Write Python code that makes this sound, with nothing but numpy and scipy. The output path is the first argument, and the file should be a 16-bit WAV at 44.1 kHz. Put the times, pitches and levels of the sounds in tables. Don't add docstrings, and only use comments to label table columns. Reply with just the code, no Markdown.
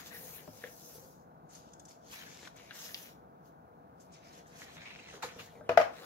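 import sys
import numpy as np
from scipy import signal
from scipy.fft import rfft, irfft, next_fast_len
from scipy.io import wavfile
from scipy.ndimage import uniform_filter1d, map_coordinates

SR = 44100
rng = np.random.default_rng(int(sys.argv[2]) if len(sys.argv) > 2 else 0)


def attenuation_scalar(level_db):
    decades = np.asarray(level_db, float) / 20
    return 10 ** decades


def output_pcm(signal):
    pcm = np.clip(np.atleast_2d(signal).T, -1, 1) * 32767
    wavfile.write(sys.argv[1], SR, np.round(pcm).astype(np.int16))


N = 266805


def unit(x):
    return x / np.sqrt(np.mean(x ** 2) + 1e-20)


def along(points, hz):
    f, v = np.transpose(points)
    return np.interp(np.log(hz + 1), np.log(f + 1), v)


def curves(rows):
    s, *cols = np.transpose(rows)
    return [np.interp(np.arange(N) / SR, s, c) for c in cols]


def wobble(rate_hz):
    knots = rng.standard_normal(int(N * rate_hz / SR) + 4)
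    return map_coordinates(knots, [np.arange(N) * rate_hz / SR], order=1)


def filtered(x, response):
    n = x.shape[-1]
    m = next_fast_len(n + 4096)
    return irfft(rfft(x, m) * response(np.fft.rfftfreq(m, 1 / SR)), m)[..., :n]


def resonance(f, hz, width):
    return 1j * f * width / (hz * hz - f * f + 1j * f * width + 1e-9)


def ring(t, hz, t60, rise):
    return np.sin(2 * np.pi * hz * t) * attenuation_scalar(-60 * t / t60) * (1 - np.exp(-t / rise))


def panned(x, pan_db):
    return x * attenuation_scalar(np.array([pan_db / 2, -pan_db / 2]))


def add_at(out, start_s, sound):
    out[..., round(start_s * SR):][..., :sound.shape[-1]] += sound


def patchy(patchy_db, channels):
    z = signal.stft(rng.standard_normal((channels, N)), nperseg=512)[2]
    field = rng.standard_normal(z.shape[1:])
    field = uniform_filter1d(uniform_filter1d(field, 8, 0), 8, 1)
    return signal.istft(z * attenuation_scalar(patchy_db * unit(field)), nperseg=512)[1][:, :N]


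def friction(colour, grit_db, patchy_db, alike, crackle=0):
    grit = attenuation_scalar(grit_db * wobble(600) + grit_db / 2 * wobble(45))
    happens = rng.random(N) < 90 / SR
    creases = happens * rng.exponential(size=N) * np.sign(rng.standard_normal(N))
    source = patchy(patchy_db, channels=3) * grit + crackle * creases * [[1], [0], [0]]
    shared, left, right = filtered(source, colour)
    share = np.clip(alike, 0, 1)
    return unit(np.sqrt(share) * shared + np.sqrt(1 - share) * np.array([left, right]))


RISE_DB_PER_S, FALL_DB_PER_S = 480, 383


def movement(rows, lift_db=0):
    start, length, db, change_db = np.transpose(rows)[:4, :, None]
    t = np.arange(0, N / SR + .002, .001)
    length = np.abs(length) + .001
    before, after = np.minimum(t - start, 0), np.maximum(t - start - length, 0)
    edge_db = RISE_DB_PER_S * before - FALL_DB_PER_S * after
    stroke_db = db + lift_db + change_db * np.clip((t - start) / length, 0, 1)
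    gain = np.linalg.norm(attenuation_scalar(stroke_db + edge_db), axis=0)
    return np.interp(np.arange(N) / SR, t, gain)


# start_s, length_s,
# rub_db, change_db, hiss_over_rub_db
PALM = [(0, 0.004, -51.5, -2, 0), (0.059, 0.01, -52.5, 3, -2), (0.142, .12, -59, -0.5, 9.5),
        (0.265, 0.1, -62.5, 5, 10.5), (0.402, 0.11, -63, -4, 1.5), (0.534, 0.43, -61, 5, 0.5),
        (0.956, 0.17, -61, -6.5, 1), (1.125, 0.098, -72, -4.5, -4), (2.123, 0.1, -55.5, -3, -1),
        (2.752, 0.11, -51.5, 3, -2.5), (2.887, 0.15, -58, 1, 5), (3.062, 0.054, -61, -8.5, 3),
        (3.457, 0.02, -74.5, 0.5, 2), (5.402, 0.056, -57.5, -3, -3.5), (5.923, 0.14, -72, 15, -1.5)]
# start_s, length_s, rub_db, change_db, hiss_over_rub_db
THUMB = [(1.533, 0.048, -60, -3, -1.5), (1.587, 0.15, -70.5, 0.5, -13), (1.8, 0.06, -75, -1, 0),
         (1.898, 0.017, -60, 1.5, -7), (2.04, 0.094, -68.5, 15.5, -9), (2.265, 0.21, -57, -2, -8),
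         (2.57, 0.13, -63.5, -3, -7.5), (4.008, 0.053, -74, -2.5, 2.5), (4.142, 0.071, -61, -13, -17),
         (4.248, 0.14, -68, 6.5, -7), (4.476, 0.09, -70.5, 3.5, -4), (4.575, 0.062, -60, 2.5, -1.5),
         (4.691, 0.064, -67.5, 9.5, -7), (4.818, 0.22, -64, -1.5, -30), (5.085, 0.032, -59.5, 0.5, -24),
         (5.139, 0.02, -60.5, 3, -10), (5.251, .015, -51.5, -3, -4), (5.32, 0.073, -64, 0, -13),
         (5.518, .06, -74.5, -5, 2)]
# start_s, length_s, rasp_db, change_db, resonance_hz
BEND = [(0, 0.042, -54, -3, 1580), (0.08, 0.055, -59, -1, 1810), (0.152, 0.086, -58, -7.5, 1780),
        (0.262, 0.13, -64, 7, 2080), (0.555, 0.059, -67.5, 7, 2260), (0.643, 0.022, -54, -1.5, 1750),
        (1.54, .02, -70.5, 1, 1440), (1.893, .03, -76, 0, 1560), (2.132, 0.1, -53, -0.5, 2110),
        (2.28, 0.18, -65, 8, 2100), (2.577, 0.17, -60.5, -9, 2160), (2.719, 0.2, -55.5, -0.5, 1570),
        (2.955, .14, -58.5, -1, 2020), (4.152, .06, -62.5, -13, 2180), (4.24, 0.05, -66.5, -3, 1910),
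        (4.318, 0.1, -62, -9, 2030), (4.462, .05, -73, -2, 1440), (4.529, .1, -65.5, 14.5, 2050),
        (4.665, 0.11, -61, 5, 2000), (4.805, 0.035, -57.5, 0.5, 2130), (4.858, 0.092, -53, -1, 2300),
        (4.985, .03, -56, -3, 2220), (5.038, 0.071, -55, -3.5, 2420), (5.132, 0.024, -54.5, 3, 1550),
        (5.208, 0.084, -66, 16, 1950), (5.31, .06, -58, -15, 1960), (5.395, 0.034, -51.5, -12, 2360),
        (5.44, 0.055, -67.5, 4, 1840), (5.51, 0.08, -73, -9, 1600), (5.88, 0.16, -64.5, 9, 1440)]
# frequency_hz, density_db (per Hz)
HISS = [(5000, -56), (7500, -38), (8600, -11.5), (10300, -7), (11800, -0.5), (13500, -2.5), (15800, -3.5)]
# frequency_hz, density_db (per Hz)
RUB = [(1650, -18.5), (2800, -9.5), (3440, -8), (3770, -9), (4820, -5.5), (6460, -3), (7770, -12),
       (9000, -21.5), (11700, -22), (19800, -120)]
# frequency_hz, density_db (per Hz)
RASP = [(500, -45), (900, -3.5), (1500, -5), (2500, -7), (4000, -2.5), (6000, -26.5)]
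SHEET_HZ = np.array([1400, 1800, 2300, 2900])
REST_RUB_DB, REST_RASP_DB = -95.5, -87
THUMB_TOP_HZ = 13100
GLIDE_HZ, GLIDE_WIDTH_HZ, GLIDE_LOSS = 3000, 3500, 0.67


def strokes():
    fibres = friction(lambda f: attenuation_scalar(along(HISS, f)), grit_db=1.5, patchy_db=1.3, alike=.25)
    palm, thumb = (movement(rows, lift_db=np.array(rows)[:, -1:]) for rows in (PALM, THUMB))
    dull = filtered(fibres, lambda f: 1.45 / (1 + (f / THUMB_TOP_HZ) ** 8))
    hiss = palm * fibres + thumb * dull

    paper = friction(lambda f: attenuation_scalar(along(RUB, f)), grit_db=2.2, patchy_db=2.2, alike=.3, crackle=6)
    glide = movement(PALM[5:8]) * filtered(paper, lambda f: resonance(f, GLIDE_HZ, GLIDE_WIDTH_HZ))
    rub = (movement(np.array(PALM + THUMB)) + attenuation_scalar(REST_RUB_DB)) * paper - GLIDE_LOSS * glide

    rasp = friction(lambda f: attenuation_scalar(along(RASP, f)), grit_db=3, patchy_db=2.5, alike=.4, crackle=8)
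    bend_hz, = curves([(s + length / 2, hz) for s, length, _, _, hz in BEND])
    steps_hz = np.array(SHEET_HZ)[:, None]
    near = np.clip(1 - np.abs(np.log(bend_hz / steps_hz)) / np.log(1.27), 0, 1)
    resonant = filtered(rasp, lambda f: resonance(f, steps_hz[:, None], 400))
    sheet = np.sum(near[:, None] * resonant, axis=0)
    rasp = (movement(BEND) + attenuation_scalar(REST_RASP_DB)) * (.55 * rasp + 2 * sheet)
    return panned(hiss, np.array([4.2])) + panned(rub, np.array([2.2])) + panned(rasp, np.array([3.2]))


# frequency_hz, density_db (per Hz)
AIR = [(25, -40), (43, -10.5), (71, -4), (110, -6), (161, -2.5), (250, -4.5), (390, -8), (640, -8),
       (870, -7), (1100, -11), (1500, -15), (1900, -31), (2600, -36), (4000, -62)]
# frequency_hz, width_hz, level_db
DUCT = [(162.2, 27, 5), (238, 27, 0.5), (482.5, 10.4, 9.5), (681, 95, 6)]
# frequency_hz, coherence (0 to 1)
AIR_ALIKE = [(60, 0.83), (300, 1), (700, 0.56), (1500, 0.82), (5000, 0)]
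AIR_DB = -56.5


def room_tone():
    def gain(f):
        ducts = sum((attenuation_scalar(db) - 1) * resonance(f, hz, width) for hz, width, db in DUCT)
        return attenuation_scalar(along(AIR, f)) * np.abs(1 + ducts)

    def turn(f):
        return np.arccos(np.clip(along(AIR_ALIKE, f), -1, 1)) / 2

    air = patchy(0.49, channels=2)
    mid, side = filtered(air, lambda f: gain(f) * [np.cos(turn(f)), np.sin(turn(f))])
    pair = unit(np.array([np.roll(mid + side, 21), mid - side]))
    return pair * attenuation_scalar(AIR_DB + 0.58 * wobble(1.92) + np.array([[1.1], [-1.1]]))


# start_s, length_s, level_db, change_db
SHIFT = [(.06, 0.035, -52.5, -6.5), (.15, 0.4, -58, -0.5), (.52, 0.11, -67, -10), (.65, 0.045, -59, 3),
         (.87, 0.18, -65, 9.5), (4.38, 0.063, -57, -7), (4.55, 0.46, -70.5, 12), (5.135, 0.038, -50.5, 0.5),
         (5.25, 0.034, -48, -6), (5.33, 0.044, -62, 11), (5.39, 0.16, -51.5, -16), (5.55, 0.05, -51, -4),
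         (5.63, 0.046, -60, 4), (5.93, 0.092, -53, 5)]


def shifting():
    table = friction(lambda f: resonance(f, 482, 58) + 0.21 * resonance(f, 700, 160),
                     grit_db=1.0, patchy_db=4.0, alike=0.95)
    return panned(table * movement(SHIFT, lift_db=-3.5), np.array([3.5]))


# start_s, level_db, length_s, low_body_db, top_hiss_db
SCUFF = [(1.489, -53.5, 0.039, -7, -23), (1.549, -43.5, 0.011, -10, -25), (1.733, -46, 0.0088, -15, -24),
         (1.7945, -45, 0.01, -15, -13), (1.851, -43.5, 0.0095, -16, -31), (1.884, -47.5, 0.012, -16, -26),
         (2.56, -51.5, 0.012, -2, -2), (3.998, -54, 0.029, -20, -21), (4.118, -55, 0.037, -15, -16),
         (4.463, -56.5, 0.03, -20, -6), (5.2225, -38.5, 0.022, 7, -2.5)]
# start_s, level_db, centre_hz, length_s, low_body_db
FOLD = [
    (0.108, -46, 1870, 0.045, -22),
    (0.147, -47, 1840, 0.044, -25),
    (2.258, -48, 1720, 0.033, -18),
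    (2.472, -46, 3150, 0.01, 7),
    (4.853, -39, 2170, 0.029, -8),
    (4.985, -42.5, 2400, 0.02, -12),
    (5.2226, -36, 3900, 0.034, 1),
    (5.388, -43, 2560, 0.025, 4),
]
CORNER_HZ, FOLD_TOP_DB = 6560, -28


def scuffs():
    out, t = np.zeros((2, N + SR)), np.arange(SR // 8) / SR
    slips = [(s, db, CORNER_HZ, *rest) for s, db, *rest in SCUFF]
    slips += [(*row, FOLD_TOP_DB) for row in FOLD]
    for s, db, hz, length, low_db, top_db in slips:
        u = t / np.clip(length, .001, .04)
        shape = (1 - np.exp(-u / 0.15)) * np.exp(-u * u)
        noise = rng.standard_normal((3, len(t)))
        grit_db = 0.97 * rng.standard_normal(len(t) // 16 + 1).repeat(16)[:len(t)]
        grains = noise * attenuation_scalar(grit_db)
        grains = 0.25 * grains[0] + 2.0 * grains[1:]
        bright = unit(filtered(grains, lambda f: resonance(f, hz, 0.34 * hz) ** 2))
        body = unit(filtered(grains, lambda f: resonance(f, 1470, 1660) ** 2))
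        top = unit(filtered(grains, lambda f: attenuation_scalar(along(HISS, f))))
        slip = (bright + attenuation_scalar(low_db) * body + attenuation_scalar(top_db) * top) * shape
        add_at(out, s, panned(slip, np.array([4.5])) * attenuation_scalar(db - 7.5))
    return out[:, :N]


# start_s, level_db, pitch_hz, t60_s
TICK = [(.114, -47, 1810, .02), (.129, -45, 1980, 0.022), (.145, -40, 1870, 0.025), (.152, -48, 1850, .025),
        (.171, -49, 1900, .02), (.63895, -39, 1810, 0.011), (.6395, -28.5, 1760, 0.012),
        (0.6402, -43.5, 577, 0.061), (.6395, -40, 2830, .006), (1.7345, -57, 3380, .02),
        (1.735, -60, 5170, .015), (1.7985, -52, 3500, .02), (1.799, -60, 5300, .012),
        (1.8535, -61, 3500, .015), (1.8865, -60, 3600, .015), (2.267, -46, 1694, .025),
        (2.391, -49, 2140, 0.022), (2.431, -46, 450, 0.024), (2.473, -43, 1090, .015),
        (2.7088, -35, 1600, .013), (2.7143, -38, 1590, .01), (2.7088, -34, 3800, .005),
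        (2.712, -47, 2970, .02), (2.9448, -13.5, 4900, 0.0021), (2.945, -27, 3400, .005),
        (2.9445, -27, 2300, 0.0053), (2.9482, -32, 2800, .016), (2.9495, -40, 4700, .008),
        (4.6235, -40, 1950, .01), (4.694, -46, 1050, 0.016), (4.855, -48, 2190, .012),
        (4.905, -39, 2200, .012), (4.945, -50, 2400, .012), (5.087, -39, 2080, .012),
        (5.2028, -46, 1500, 0.0093), (5.223, -38, 1290, .012), (5.226, -35, 1420, .016),
        (5.226, -38, 2450, 0.011), (5.2319, -36.5, 855, .035), (5.2395, -41, 437, 0.056),
        (5.2362, -35, 813, 0.043), (5.234, -40, 6700, .01), (5.237, -40, 7100, 0.013),
        (5.2383, -36, 1680, 0.013), (5.2615, -44, 1800, .012), (5.386, -45, 487, 0.043),
        (5.398, -37, 2750, 0.022), (5.6936, -29, 2503, 0.036), (5.776, -7, 1650, 0.003),
        (5.8135, -21.5, 2020, .008),
        (2.1043, -48, 2420, .008), (2.114, -41, 3070, 0.0087), (2.133, -38, 3290, .008),
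          (2.2156, -41, 3000, .012), (2.5723, -53, 2220, .01), (2.726, -44, 1800, .012),
          (2.8641, -40, 6360, .005), (4.4608, -47, 1700, .015), (4.5601, -50, 4190, .01),
          (4.8639, -44, 2160, .015), (4.6182, -43, 1740, .008), (4.72, -50, 3300, .015),
          (4.772, -49, 3600, .008), (4.82, -49, 3300, .012), (4.877, -45, 3500, .01),
          (4.925, -48, 3400, .012), (4.961, -47, 3300, .008), (5.05, -50, 3600, .012),
          (5.125, -49, 3300, .012), (5.15, -49, 2400, .012), (1.7978, -50, 6660, .012),
          (1.82, -62, 5000, .008), (1.91, -57, 4500, .008), (5.0, -46, 2800, .012),
          (5.0245, -49, 2190, .015), (5.042, -46, 2400, .02), (5.0599, -44, 2700, .02),
          (5.073, -45, 2250, .02), (5.1, -45, 2650, .02)]


def ticks():
    out, t = np.zeros((2, N + SR)), np.arange(SR // 20) / SR
    for s, db, hz, t60 in TICK:
        add_at(out, s, panned(attenuation_scalar(db) * ring(t, hz, t60, 0.00031), np.array([3])))
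    return out[:, :N]


# start_s, level_db, centre_hz, width_hz, t60_s
SNAP = [(0.477, -39, 350, 500, 0.052), (0.6397, -52, 2050, 1000, 0.012), (2.4317, -43, 1500, 2500, .006),
        (2.7097, -38, 2300, 2000, 0.077), (2.9456, -29, 3970, 4500, 0.044), (2.977, -39, 2800, 3000, .012),
        (4.6187, -34.5, 1600, 1500, 0.021), (4.7685, -37, 1400, 2000, 0.013), (4.96, -37, 2000, 2000, .008),
        (5.231, -33.5, 860, 400, 0.053), (5.235, -43, 1110, 900, .04)]


def snaps():
    def sheet(f, hz, width):
        lowpass = 1 + 1j * f / 7000 / 0.7 - (f / 7000) ** 2
        return resonance(f, hz, width) ** 2 / lowpass ** 2

    out, t = np.zeros((2, N + SR)), np.arange(SR // 10) / SR
    for s, db, hz, width, t60 in SNAP:
        rattle = rng.standard_normal((2, len(t))) * attenuation_scalar(-60 * t / t60)
        rattle[:, 0] += 9
        click = filtered(rattle, lambda f: sheet(f, hz, width))
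        add_at(out, s, panned(attenuation_scalar(db) * click / np.abs(click).max(), np.array([3.2])))
    return out[:, :N]


def thump(t):
    low = ring(t, 103.7, 0.23, 0.039) + 0.07 * ring(t, 76, 0.28, .012)
    return low + 1.54 * ring(t, 163, 0.049, 0.0028) + 0.54 * ring(t, 255.0, 0.13, 0.0017)


# start_s, level_db, cover_hz, cover_db, thump_db
TAP = [
    (0.6396, -30, 1740, -20, -31),
    (2.711, -65, 1590, 5, -11),
    (4.616, -60, 1740, 13, -5),
    (5.14, -36.5, 1310, 4, -16),
    (5.244, -25.5, 1030, 3.5, -13),
    (5.362, -36, 1080, -1, 0.5),
    (5.402, -51, 1050, -13, 7),
]
# start_s, level_db, cover_hz, cover_db, thump_db
RIM_TAP = [
    (0.479, -36, 1300, -15, 3),
    (4.77, -47.5, 1670, 9, 8),
    (5.6103, -35, 1297, 2.5, -3.5),
]
TABLE_HZ, RIM_HZ = 484, 604


def taps():
    out, t = np.zeros((2, N + SR)), np.arange(SR // 3) / SR
    rows = [(TABLE_HZ, *row) for row in TAP] + [(RIM_HZ, *row) for row in RIM_TAP]
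    for table_hz, s, db, cover_hz, cover_db, thump_db in rows:
        table = ring(t, table_hz, 0.088, 0.00015) + 0.26 * ring(t, table_hz, 0.021, 0.00077)
        cover = ring(t, cover_hz, 0.014, 0.00087)
        cover += 0.28 * ring(t, 1.2 * cover_hz, 0.072, .001)
        cover += 0.27 * ring(t, 1.3 * cover_hz, .008, 0.00034)
        blow = attenuation_scalar(db - 10.0) * (table + attenuation_scalar(cover_db) * cover + attenuation_scalar(thump_db) * thump(t))
        add_at(out, s - .0007, panned(blow, np.array([3.5])))
    return out[:, :N]


# start_s, level_db, left_over_right_db, thump_db, slap_db
KNOCK = [
    (5.6927, -13, 2, -21.5, -18.5),
    (5.7757, -2, 3, -35.5, -18),
]
# pitch_hz, level_db, t60_s
BOARDS = [
    [(489, -2.5, 0.11), (615, -5.5, 0.09), (658, -8.5, 0.21), (556, -12, 0.036), (963, -14, 0.031),
     (1120, -31, 0.033), (1600, -24, 0.02)],
    [(475, -19.5, 0.23), (620, -18.5, 0.23), (655, -19.5, 0.26), (679, -14, 0.19), (686, -5, 0.038),
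     (786, -20.5, 0.061), (1180, -21, 0.02), (1340, -26, 0.046), (740, -27, 0.13), (830, -29, .1)],
]
# delay_s, level_db, brightness_db (per octave)
BOUNCES = [
    [(-.001, -21, 17.5), (0, -4.5, 6), (.012, -13.5, 0), (.024, -16.5, 11)],
    [(-.0015, -8.5, 7), (0, -6, 2.5), (.026, -15, 4.5), (.0375, -17, 9.5), (.062, -23.5, 2)],
]
# pitch_hz, level_db, t60_s
ROCK = [
    [(660, -24, .3), (613, -27, .15), (1200, -32, .06)],
    [(692, -21, 0.35), (644, -25, .25), (710, -25, .2), (1290, -33, .1), (1340, -32, .1)],
]
# delay_s, over_s, level_db
SETTLE = [
    (.033, .006, -14),
    (.045, 0.0089, -4),
]
# frequency_hz, density_db (per Hz)
CRACK = [(300, -40), (800, 3.5), (1300, 4.5), (1900, -0.5), (2500, -2), (3500, -11.5), (6500, -18),
         (8500, -35.5), (12000, -27.5), (15800, -42)]


def knocks():
    out, t = np.zeros((2, 2, N + SR)), np.arange(SR // 3) / SR
    for knock, modes, contacts, settle, rocking in zip(KNOCK, BOARDS, BOUNCES, SETTLE, ROCK):
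        s, db, pan_db, thump_db, slap_db = knock
        rest, over, mute_db = settle
        rock = sum(attenuation_scalar(level) * ring(t, hz, t60, .002) for hz, level, t60 in rocking)
        add_at(out[0], s, attenuation_scalar(db + thump_db) * thump(t) + attenuation_scalar(db) * rock * [[1], [-1]])
        for delay, contact_db, tilt_db in contacts:
            boards = sum(attenuation_scalar(level + tilt_db * np.log2(hz / 650)) * ring(t, hz, t60, .0006)
                         for hz, level, t60 in modes)
            slap = unit(filtered(rng.standard_normal((2, len(t))), lambda f: attenuation_scalar(along(CRACK, f))))
            slap = slap * attenuation_scalar(tilt_db + slap_db - 60 * t / 0.047)
            blow = boards * attenuation_scalar(-60 * t / .02)
            muted = boards * attenuation_scalar(mute_db * np.clip((t + delay - rest) / over, 0, 1))
            both = [panned(muted + slap, np.array([pan_db])), 0.7 * blow + slap]
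            add_at(out, s + delay, attenuation_scalar(db + contact_db) * np.array(both))
    return filtered(out[..., :N], lambda f: (1j * f / (1j * f + 35)) ** 2)


# frequency_hz, t60_s
WALLS = [(200, 0.32), (700, 0.37), (2000, 0.28), (6000, 0.28), (14000, 0.3)]
# frequency_hz, coherence (0 to 1)
WALLS_ALIKE = [(150, 0.66), (400, 0.66), (800, 0.18), (1500, 0.12)]


def walls(x):
    hz, t, z = signal.stft(rng.standard_normal((2, SR // 2)), SR, nperseg=256)
    alike = np.clip(along(WALLS_ALIKE, hz), 0, 1)[:, None]
    z = np.array([z[0], alike * z[0] + np.sqrt(1 - alike ** 2) * z[1]])
    tail = signal.istft(z * attenuation_scalar(-60 * t / along(WALLS, hz)[:, None]), SR, nperseg=256)[1]
    late = np.pad(x, ((0, 0), (250, 0)))
    return signal.fftconvolve(late, tail / np.linalg.norm(tail[0]), axes=1)[:, :N]


# time_s, left_lag_samples, left_over_right_db
LAG = [(0, -6, 0), (.64, -4, 1.5), (.9, -4, 0), (1.2, 20, 0), (1.9, 19, 0), (2.3, 3, 0), (2.6, -4, 0),
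       (2.75, -3, 1), (2.9, -8, -1), (3.2, -6, 0), (3.5, 21, 0), (4.3, 21, -1), (4.6, 6, -3), (5.4, 4, -3),
       (5.66, -4, 0), (6.05, -5, .5)]


def placed(x):
    lag, pan_db = curves(LAG)
    left = map_coordinates(x[0], [np.arange(N) - lag], mode="nearest")
    return panned(np.array([left, x[1]]), pan_db)


KNOCK_ECHO_DELAY_S = .00036


def scene():
    small = scuffs() + snaps() + taps() + ticks()
    paper = strokes() + shifting()
    near, far = knocks()
    echo = walls(attenuation_scalar(-12.0) * small + attenuation_scalar(-8.0) * paper)
    knock_echo = walls(np.roll(far, round(KNOCK_ECHO_DELAY_S * SR), axis=1))
    echo = echo + panned(attenuation_scalar(-4) * knock_echo, np.array([3.5]))
    return placed(small + near + paper) + echo + room_tone()


def top_cut(x):
    return signal.sosfilt(signal.butter(12, 16340, fs=SR, output="sos"), x)


# frequency_hz, density_db (per Hz)
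SELF = [(1500, -20), (3000, -4), (6000, -4), (8500, -10), (12500, -1), (15800, 0)]
TOP_HZ = 15790


def record(dry):
    hiss = attenuation_scalar(-80.5) * unit(filtered(rng.standard_normal((2, N)), lambda f: attenuation_scalar(along(SELF, f))))
    mix = filtered(dry + hiss, lambda f: (1j * f / (1j * f + 40)) ** 2 * (f < TOP_HZ))
    return top_cut(mix)


dry = scene()
out = record(dry)
output_pcm(out)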